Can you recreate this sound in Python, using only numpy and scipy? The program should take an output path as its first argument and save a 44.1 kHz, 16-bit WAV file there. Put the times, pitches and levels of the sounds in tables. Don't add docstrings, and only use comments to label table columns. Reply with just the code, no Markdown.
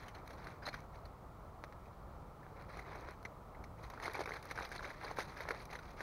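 import sys
import numpy as np
from scipy.fft import rfft, irfft, next_fast_len
from scipy.io import wavfile
from scipy.ndimage import map_coordinates

SR = 44100
rng = np.random.default_rng(int(sys.argv[2]) if len(sys.argv) > 2 else 0)


def transcribe(signal):
    frames = np.atleast_2d(signal).T
    limited = np.clip(frames, -1, 1)
    pcm = np.round(limited * 32767).astype(np.int16)
    wavfile.write(sys.argv[1], SR, pcm)


N = 265614

# t/s, relative level/dB, facet pitch f/Hz, relative thump/dB, relative rattle/dB
FACET_SNAPS = [(0.081, -33, 3070, -31, -14.5), (0.148, -38.5, 4180, -21, -16),
               (0.152, -36.5, 3030, -22, -20), (0.305, -45, 1280, -15, -8), (0.3312, -45.5, 4040, -1.5, -8),
               (0.442, -40, 4080, -15, -13), (0.4695, -32.5, 1810, -4, -17), (0.6218, -41, 1616, -36, -23),
               (0.628, -39, 4840, -34, -25), (0.6527, -28.5, 4020, -41, -24), (0.663, -27, 4080, -25, -16),
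               (0.6669, -32.5, 1040, 0, -17), (0.6755, -30, 2060, -0.5, -16), (0.678, -30.5, 666, -8, -31),
               (0.6832, -28.5, 4230, -32, -15.5), (0.7283, -38, 2310, -20, -14),
               (0.74, -29.5, 1670, -20, -16), (1.054, -44, 4146, -21, -9.5), (1.856, -49.5, 2430, -29, -14),
               (2.428, -47, 1710, -26, -19), (2.4646, -42, 1320, 3, -31), (2.611, -40.5, 1340, -8, -19),
               (2.7701, -46, 1300, 13, -4.5), (2.7929, -35, 1720, -5.5, -15), (3.0863, -38, 1510, 4, -16),
               (3.2503, -29.5, 2173, -23, -16), (3.546, -44.5, 2050, -26, -23),
               (3.6388, -42.5, 2150, -16, -9.5), (3.9, -39, 1130, -5, -14), (3.936, -35.5, 1020, -6, -18.5),
               (3.9755, -35.5, 1420, -4, -26), (3.9993, -33.5, 1930, -2, -17),
               (4.055, -26.5, 2010, -17, -19), (4.0792, -27.5, 1490, 4, -20.5),
               (4.0973, -33, 1820, -7, -22), (4.144, -28, 2250, -12, -22), (4.1518, -31, 1200, -1.5, -11.5),
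               (4.1704, -38, 1290, 8, -25), (4.1919, -31.5, 700, 3.5, -12), (4.2057, -28, 710, -3, -14.5),
               (4.2155, -28.5, 550, -10, -20), (4.2358, -38, 2200, -16, -11), (4.257, -29.5, 2350, -1, -14),
               (4.275, -33, 1820, 5, -37), (4.2916, -33, 1250, -1, -13), (4.3073, -33, 1410, 4, -23),
               (4.319, -26, 2120, -6, -28), (4.3354, -45, 1440, -6, -2), (4.3568, -47, 1610, 10, -24),
               (4.51, -30.5, 2150, -11, -11.5), (4.5158, -31.5, 1340, -2.5, -16),
               (4.5755, -27, 1560, -16, -22), (4.5867, -25, 1510, -5.5, -30),
               (4.6082, -29.5, 1315, -2, -26), (4.6487, -39.5, 2100, 0.5, -3.5),
               (4.7163, -36.5, 1630, 2.5, -9.5), (4.7593, -42, 2140, -21.5, -3.5),
               (4.779, -28, 4150, -14, -31), (4.792, -31, 1390, -12, -16.5), (4.806, -34, 1100, -14, -22),
               (4.8276, -35, 1310, -2, -30), (4.844, -29, 2110, -7, -25), (4.852, -38.5, 1090, 3.5, -7.5),
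               (4.9012, -34, 1800, -19, -34), (5.045, -42, 1340, 8.5, -7), (5.047, -27.5, 4710, -21, -36),
               (5.1118, -29.5, 1055, -5.5, -17.5), (5.1703, -34, 1570, -5, -24),
               (5.1855, -30.5, 1260, 7.5, -8.5), (5.19, -31.5, 1310, 0, -18),
               (5.1945, -30, 1670, -4, -13.5), (5.203, -28.5, 2010, -16, -17),
               (5.3691, -36, 1750, -3, -22.5), (5.4049, -30, 1920, 1, -14), (5.453, -39, 1020, 3, -21),
               (5.4867, -29.5, 1910, 2.5, -13.5), (5.5068, -22.5, 2080, 2.5, -22),
               (5.511, -31, 1300, -4, -13), (5.7279, -34.5, 1785, -4, -17), (5.7536, -32, 2050, -7, -14),
               (5.7882, -36.5, 1530, -19, -15), (6.0054, -27, 1770, -1.5, -19.5)]
# start t/s, hold/s, crackle level before housing/dB,
# tilt toward small bright facets/(dB per octave)
HAND_SQUEEZES = [(0.0, 0.078, -44.5, -1.5), (0.152, 0.033, -46, -3), (0.264, 0.066, -51.5, 2),
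                 (0.378, 0.15, -44.5, -2), (0.631, 0.065, -41, -2), (0.745, 0.028, -42, -1),
                 (0.939, 0.019, -47.5, -2), (2.44, 0.047, -56, -3), (2.565, 0.074, -48, -5.5),
                 (2.692, .12, -45, -2), (2.855, 0.26, -43, -4), (3.787, 0.0068, -49.5, -1),
                 (3.835, 0.01, -45, 1), (3.903, 0.096, -47, -2.5), (4.027, 0.065, -34.5, -1),
                 (4.14, 0.06, -36, -1.5), (4.281, 0.088, -39.5, -1), (4.438, 0.085, -42.5, 0),
                 (4.561, 0.083, -37, -0.5), (4.713, 0.035, -38, 0.5), (4.828, 0.076, -38, -1.5),
                 (4.937, 0.094, -45.5, -2), (5.014, .11, -40.5, -1.5), (5.173, 0.043, -36.5, 1.5),
                 (5.284, 0.038, -42, 0), (5.368, 0.073, -38.5, -1.5), (5.475, 0.1, -40, -3.5),
                 (5.558, 0.057, -42.5, 2), (5.703, 0.055, -39, -1), (5.833, 0.08, -45.5, -1),
                 (5.976, .06, -40, -1)]
# t/s, relative level/dB
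FOLD_TICKS = [(0.277, -38), (0.8043, -45), (2.6224, -45), (2.9575, -43), (3.01, -45), (3.1083, -41),
              (3.229, -45), (3.901, -37), (4.0406, -35.5), (4.135, -33), (4.427, -35), (4.4544, -36.5),
              (4.6244, -47), (4.691, -41), (5.3733, -41), (5.6161, -45), (5.6544, -36.5), (5.7174, -54)]
# t/s, relative level/dB
SAP_POPS = [(1.6393, -30), (1.7254, -40.5)]
# f/Hz, gain/dB
HOUSING_GAIN = [(130, -33), (250, -7.5), (450, -6), (823, -3.5), (2090, -6), (2320, -6.5), (2850, -22.5),
                (3520, -19), (4080, -13), (4500, -17), (5500, -22), (6210, -19.5), (7500, -40), (8000, -48),
                (8550, -29.5), (9150, -27.5), (10500, -31.5), (12400, -30), (13200, -40), (15500, -41)]
# f/Hz, relative level/dB
ROAR_SHAPE = [(12, -19), (22, -6), (50, 2.5), (85, -3), (147, -4), (242, -13.5), (420, -13), (484, -12),
              (915, -12.5), (1330, -14.5), (1560, -28.5), (2300, -36), (2900, -64), (6000, -100)]
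# f/Hz, relative level/dB
HISS_SHAPE = [(500, 12), (3000, 3.5), (7500, -3.5), (12000, -4.5), (15800, -1)]

SWELL_AT_0DB_THUMP_S, DAMPING_DB_PER_DB = 0.00099, 0.44
PUSH_S = 0.001284
PARCEL_HZ, TIGHTER_HZ_PER_S = 300.4, 33.55
ATTACK_S, RELEASE_DB_PER_S = 0.015, 252
IDLE_DB, IDLE_TILT_DB_PER_OCT = -61.5, -0.31
ROAR_RMS_DB, HISS_RMS_DB = -53, -72
TOP_HZ = 15780


def amp(db):
    return 10 ** (np.asarray(db) / 20)


def unit(x):
    return x / np.sqrt(np.mean(x ** 2) + 1e-20)


def wobble(knots_per_s):
    knots = rng.standard_normal(int(N * knots_per_s / SR) + 4)
    return map_coordinates(knots, [np.arange(N) * knots_per_s / SR])


def coloured(x, points):
    m = 2 * next_fast_len(N // 2 + 4096)
    f_hz, gain_db = np.transpose(points)
    bins_hz = np.fft.rfftfreq(m, 1 / SR)
    log_gain = np.interp(np.log(bins_hz + 1), np.log(f_hz + 1), gain_db) * np.log(10) / 20
    cepstrum = irfft(log_gain, m)
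    cepstrum[1:m // 2] *= 2
    cepstrum[m // 2 + 1:] = 0
    return irfft(rfft(x, m) * np.exp(rfft(cepstrum)), m)[:N]


def mix(starts, shapes):
    where = starts[:, None] + np.arange(shapes.shape[1])
    return np.bincount(where.ravel(), shapes.ravel(), N + shapes.shape[1])[:N]


def facet_ring(t, start_s, hz, thump_db, rattle_db, drift):
    phase = 2 * np.pi * hz * (t - PUSH_S) + drift
    overtones = np.cos(2 * phase) + np.cos(3 * phase)
    tone = np.cos(phase) + amp(rattle_db + 8.5) * overtones
    age = t / (SWELL_AT_0DB_THUMP_S * amp(-DAMPING_DB_PER_DB * thump_db))
    return -.8 * tone * age * np.exp(1 - age)


def parcel_thump(t, start_s, hz, thump_db, rattle_db, drift):
    u = (np.pi * .7 * hz * (t - PUSH_S)) ** 2
    push = 2.61 * (2 * u - 1) * np.exp(-u)
    parcel_hz = PARCEL_HZ + TIGHTER_HZ_PER_S * start_s
    body = 0.99 * amp(-60 * t / 0.064) * np.sin(2 * np.pi * parcel_hz * t + 0.53 * drift)
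    return amp(thump_db - 6.5) * (push + body)


def facet_rattle(t, start_s, hz, thump_db, rattle_db, drift):
    small_hz = 2600 * 4.8 ** rng.random((len(start_s), 7))
    chime = sum(np.sqrt(f / 4000) * np.sin(2 * np.pi * f * t + 0.38 * drift)
                for f in small_hz.T[..., None])
    chance = rng.standard_normal((2, len(start_s), len(t)))
    noise = chance[0] * np.exp(0.81 * chance[1])
    t60_s = 0.043 * amp(0.21 * (rattle_db + 11.5))
    decay = amp(rattle_db + 13.5 - 60 * t / t60_s)
    return decay * (noise + 0.61 * chime) * (1 - np.exp(-t / 0.0012))


def snaps():
    start_s, db, hz, thump_db, rattle_db = (c[:, None] for c in np.transpose(FACET_SNAPS))
    t = np.arange(SR // 16) / SR
    drift = np.cumsum(rng.standard_normal((len(start_s), len(t))), 1) * 0.16
    drift = drift - drift[:, [round(PUSH_S * SR)]]
    snap = (t, start_s, hz, thump_db, rattle_db, drift)
    shapes = facet_ring(*snap) + parcel_thump(*snap) + facet_rattle(*snap)
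    return mix((start_s[:, 0] * SR).astype(int), amp(db - 2.0) * shapes)


def creases(count=34000):
    control_s, gain, tilt = handling()
    draw = rng.random((count, 4))
    start = (draw[:, 0] * N).astype(int)
    octave = -2.4 + 5.2 * draw[:, 1:2]
    hz = 2000 * 2 ** octave
    t = np.arange(SR // 170) / SR
    force = np.interp(start / SR, control_s, np.sqrt(gain / amp(-37.5)))[:, None]
    spread_db = -4.2 * np.log(draw[:, 2:3] + 0.04) + 3.1 * wobble(90)[start, None]
    size = amp(np.clip(force, .4, .9) * spread_db - 3.1 * force)
    tilt_db_per_oct = np.clip(np.interp(start / SR, control_s, tilt), -5, 5)[:, None]
    lean = amp(tilt_db_per_oct * octave)
    lean *= amp(2.0 * np.cos(2 * np.pi * (octave + wobble(25)[start, None])))
    cycles = .5 + 16 * draw[:, 3:] ** 2
    fade = np.exp(-hz * t / cycles) * (1 - t / t[-1]) / np.sqrt(cycles)
    shapes = -size * lean * hz * np.sin(2 * np.pi * hz * t) * fade
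    return np.interp(np.arange(N) / SR, control_s, gain) * unit(mix(start, shapes))


def handling():
    start_s, hold_s, db, tilt = (c[:, None] for c in np.transpose(HAND_SQUEEZES))
    t = np.arange(0, N / SR, .001)
    rise = np.clip((t - start_s) / ATTACK_S + 1, 0, 1)
    release_db = RELEASE_DB_PER_S * np.clip(t - start_s - hold_s, 0, 1)
    power = (rise * amp(db - release_db)) ** 2
    idle = amp(IDLE_DB) ** 2
    total = power.sum(0) + idle
    mean_tilt = ((power * tilt).sum(0) + idle * IDLE_TILT_DB_PER_OCT) / total
    return t, np.sqrt(total), mean_tilt


def ticks():
    start_s, db = np.transpose(FOLD_TICKS)
    t = np.arange(SR // 50) / SR
    fizz = np.diff(rng.standard_normal((len(start_s), len(t) + 1))) * amp(-60 * t / 0.016)
    return mix((start_s * SR).astype(int), amp(db[:, None] + 12.5) * fizz)


def pops():
    start_s, db = np.transpose(SAP_POPS)
    t = np.arange(SR // 20) / SR
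    noise = rng.standard_normal((len(start_s), len(t)))
    scatter = 0.21 * noise * amp(-60 * t / 0.033) * (t > .003)
    step = -np.exp(-t / .00005)
    return mix((start_s * SR).astype(int), amp(db[:, None] + 16) * (scatter + step))


def fire():
    flutter = amp(0.51 * wobble(6.8) + 0.92 * wobble(25))
    return amp(ROAR_RMS_DB) * unit(coloured(flutter * rng.standard_normal(N), ROAR_SHAPE))


def hiss():
    return amp(HISS_RMS_DB) * unit(coloured(rng.standard_normal(N), HISS_SHAPE))


def scene():
    through_housing = coloured(snaps() + creases() + ticks() + pops(), HOUSING_GAIN)
    return (through_housing + fire())[None]


def record(dry):
    wet = dry + hiss()
    m = next_fast_len(N + 8192)
    passband = np.fft.rfftfreq(m, 1 / SR) < TOP_HZ
    return irfft(rfft(wet, m) * passband, m)[:, :N]


dry = scene()
out = record(dry)
transcribe(out)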